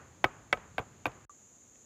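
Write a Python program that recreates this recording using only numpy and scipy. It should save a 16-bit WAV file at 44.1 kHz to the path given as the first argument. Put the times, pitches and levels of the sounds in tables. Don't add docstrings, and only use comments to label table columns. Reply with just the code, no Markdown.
import sys
import numpy as np
from scipy import signal
from scipy.fft import rfft, irfft, next_fast_len
from scipy.io import wavfile
from scipy.ndimage import map_coordinates

SR = 44100
rng = np.random.default_rng(int(sys.argv[2]) if len(sys.argv) > 2 else 0)


def unload_audio(sound):
    columns = np.transpose(np.atleast_2d(sound))
    steps = np.round(np.clip(columns, -1, 1) * 32767)
    wavfile.write(sys.argv[1], SR, steps.astype(np.int16))


N = 81585
TIME, AGE, LONG_AGE = np.arange(N) / SR, np.arange(6000) / SR, np.arange(24000) / SR

# start in seconds, level in dB, tilt in dB per octave, grip from firm 0 to loose 1,
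# hollow knock in Hz, its relative level in dB, delay of the second contact in seconds, its relative level
# in dB, bark level in dB, thud delay in seconds, thud level in dB, ground level in dB, relative scatter
# level in dB, relative echo level in dB. Relative levels are added to the level of the blow.
BLOWS = [(0.2414, -19.5, 0, 0, 796, 5.5, .003, -2.5, -56.5, 0.0083, -29, -40, 0.5, -18),
         (0.527, -21, 1.6, 0.089, 567, 1, 0.002, -4, -58.5, 0.02, -42, -38, -3, -18),
         (.7811, -27, -1.6, 0.84, 760, -16, .0095, -5, -62, .0145, -30, -63, 3, -19),
         (1.0554, -26, -0.5, 1, 820, 2, .0095, -4, -57, 0.01347, -28.5, -43, 2, -14.5)]
# frequency in Hz, t60 in seconds, relative dB held firm and held loose.
WOOD_MODES = [(285, 0.054, -16.5, -7), (436.6, .07, -18, -7), (518, 0.063, -15, -11),
              (737.6, 0.1, -11.5, -7), (902, 0.023, -7, -10.5), (1000, 0.074, -22.5, -11.5),
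              (1181, 0.077, -16.5, -10), (1270.5, 0.094, -8.5, -28), (1543, 0.029, 2, 3),
              (1720, 0.0401, -11.5, -36), (1993, .032, -2, -20), (2245, 0.034, 0, -2.5),
              (2450, 0.04, -11.5, -4.5), (2728, 0.025, -20.5, -1.5), (2912, 0.017, -18, -38),
              (3683, .035, -16, -14.5)]
# centre in Hz, relative level in dB, rise time in seconds, t60 in seconds.
FIBRE_BANDS = [(197, -20, 0.0016, 0.031), (420, -7.5, 0.0019, 0.045), (840, -2.5, 0.00022, .022),
               (1400, -8, .0003, 0.022), (2420, -5.5, 0.000094, 0.021), (3920, -16, .0001, 0.019),
               (7000, -24.5, 0.00012, .014), (13030, -36, 0.00011, 0.0074)]
BARK_BANDS = [(3000, -6.5, .0004, .015), (5960, -0.5, 0.00032, .015), (12960, 11, .0004, .018)]
SCATTER_BANDS = [(250, -9.5, .008, 0.054), (700, -12.5, .006, 0.1), (1800, -24, .005, 0.11),
                 (4000, -44.5, 0.003, 0.18), (12000, -43, .003, 0.12)]
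ECHO_BANDS = [(120, -17, 0.038, 0.46), (590, -17, .04, .55), (1280, -10.5, .05, .5),
              (2170, -19, 0.037, 0.49), (3600, -28.5, 0.04, 0.23), (7000, -41.5, .03, .35)]
# frequency in Hz, relative level in dB, rise time and t60 in seconds.
THUD_MODES = [(125, -1, .002, 0.063), (233.2, -5, 0.0012, 0.045), (313, -4.5, 0.0015, 0.031)]
# start in seconds, level in dB, tilt in dB per octave.
CHIP_TICKS = [(0.5722, -40.5, -3.5), (1.117, -59, 5), (1.755, -64.5, 5)]
# frequency in Hz, relative density in dB.
FIRST_AIR_SPECTRUM = [(20, -41), (50, -12), (90, -3), (200, -10), (600, -19.5), (1500, -24.5), (4500, -35),
                      (9000, -42), (15000, -48.5)]
SECOND_AIR_SPECTRUM = [(20, -18.5), (80, -1), (150, -5.5), (240, -2.5), (500, -9), (1000, -14.5),
                       (3000, -21), (5000, -25), (10000, -30), (15000, -32.5)]
INSECT_SPECTRUM = [(4800, -55), (5600, -28), (6100, -12.5), (6550, -5.5), (6950, -4.5), (7400, -9),
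                   (7900, -26.5), (9200, -35.5), (11000, -67)]


def chops(earlier_s=0.11, earlier_db=-34.5):
    wood, around = np.zeros(N), np.zeros(N)
    thud = sum(amp(db) * tone(hz, rise, t60) for hz, db, rise, t60 in THUD_MODES)
    ground = tone(hz=50.6, rise=0.02, t60=0.11, age=LONG_AGE)
    for (start, db, tilt_db, loose, hollow_hz, hollow_db, second_s, second_db, bark_db,
         thud_s, thud_db, ground_db, scatter_db, echo_db) in BLOWS:
        knock = amp(hollow_db) * tone(hollow_hz, rise=0.00023, t60=0.029)
        blow = burst(FIBRE_BANDS, tilt_db) + wood_ring(tilt_db, loose) - knock
        add(wood, start, amp(db) * blow)
        add(wood, start, amp(bark_db + 1) * burst(BARK_BANDS))
        add(wood, start + second_s, amp(db + second_db) * burst(FIBRE_BANDS, tilt_db))
        add(wood, start + second_s, amp(bark_db) * burst(BARK_BANDS))
        add(around, start + second_s, amp(db + scatter_db) * burst(SCATTER_BANDS, tilt_db))
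        add(around, start + thud_s, amp(thud_db) * thud)
        add(around, start + thud_s, amp(ground_db) * ground)
        add(around, start + 0.025, amp(db + echo_db) * tree_echo(tilt_db))
    add(around, 0, amp(earlier_db) * tree_echo()[round(earlier_s * SR):])
    return disperse(wood) + around


def wood_ring(tilt_db, loose, spread_db=1.04):
    out = 0
    for k, (hz, t60, firm_db, loose_db) in enumerate(WOOD_MODES):
        db = firm_db + loose * (loose_db - firm_db) - spread_db * rng.normal()
        out += (-1) ** k * amp(db) * tilt_gain(hz, tilt_db) * tone(hz, rise=0.0002, t60=t60)
    return out


def disperse(x, lag_cycles=0.9, corner_hz=50):
    return filtered(x, lambda hz: np.exp(-2j * np.pi * lag_cycles * np.log1p(hz / corner_hz)))


def tree_echo(tilt_db=0):
    return burst(ECHO_BANDS, tilt_db, LONG_AGE)


def ticks():
    out = np.zeros(N)
    for start, db, tilt_db in CHIP_TICKS:
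        add(out, start, amp(db) * burst(FIBRE_BANDS, tilt_db))
    return disperse(out)


def ping(start=1.2955, db=-43):
    out = np.zeros(N)
    add(out, start, amp(db) * tone(hz=1168, rise=0.00044, t60=0.064))
    return out


def forest(air_spectrum, air_db, insects_db, flutter_db=0.5, flutter_per_s=72):
    flutter = map_coordinates(rng.standard_normal(1024), [TIME * flutter_per_s], mode="mirror")
    air = amp(air_db) * noise(air_spectrum)
    insects = amp(insects_db + flutter_db * flutter) * noise(INSECT_SPECTRUM)
    return air + insects


def burst(bands, tilt_db=0, age=AGE):
    freqs = np.fft.rfftfreq(len(age), 1 / SR)
    log_centres = np.log([band[0] for band in bands])
    bass_cut = freqs ** 2 / (freqs ** 2 + (bands[0][0] / 2) ** 2)
    spectrum = rfft(rng.standard_normal(len(age))) * bass_cut
    out = 0
    for (hz, db, rise, t60), selector in zip(bands, np.eye(len(bands))):
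        band = irfft(spectrum * np.interp(np.log(freqs + 1), log_centres, selector))
        shape = envelope(rise, t60, age)
        shape_rms = np.sqrt(np.mean(shape ** 2))
        out += amp(db) * tilt_gain(hz, tilt_db) * unit_rms(band * shape) * shape_rms
    return out


def tone(hz, rise, t60, age=AGE):
    return envelope(rise, t60, age) * np.sin(2 * np.pi * hz * age)


def envelope(rise, t60, age):
    return (1 - np.exp(-age / rise)) * np.exp(-np.log(1000) * age / t60)


def tilt_gain(hz, tilt_db):
    return amp(tilt_db * np.log2(hz / 1000))


def noise(spectrum):
    freqs, db = np.transpose(spectrum)
    white = rng.standard_normal(N)
    return unit_rms(filtered(white, lambda hz: amp(np.interp(np.log(hz + 1), np.log(freqs), db))))


def filtered(x, response):
    size = next_fast_len(len(x) + 8192)
    return irfft(rfft(x, size) * response(np.fft.rfftfreq(size, 1 / SR)), size)[:len(x)]


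def add(track, start, sound):
    part = track[round(start * SR):][:len(sound)]
    part += sound[:len(part)]


def amp(db):
    return 10 ** (np.asarray(db) / 20)


def unit_rms(x):
    return x / np.sqrt(np.mean(x ** 2) + 1e-20)


def scene(silence_from_s=1.2515, silence_to_s=1.2952):
    first = chops() + forest(FIRST_AIR_SPECTRUM, air_db=-58.5, insects_db=-65.5)
    second = ping() + forest(SECOND_AIR_SPECTRUM, air_db=-66, insects_db=-60)
    return (first * (TIME < silence_from_s) + second * (TIME > silence_to_s) + ticks())[None]


def record(dry, low_hz=38, top_hz=15500):
    high_pass = signal.butter(4, low_hz, "highpass", fs=SR, output="sos")
    channels = signal.sosfilt(high_pass, dry)
    return np.array([filtered(channel, lambda hz: hz < top_hz) for channel in channels])


dry = scene()
out = record(dry)
unload_audio(out)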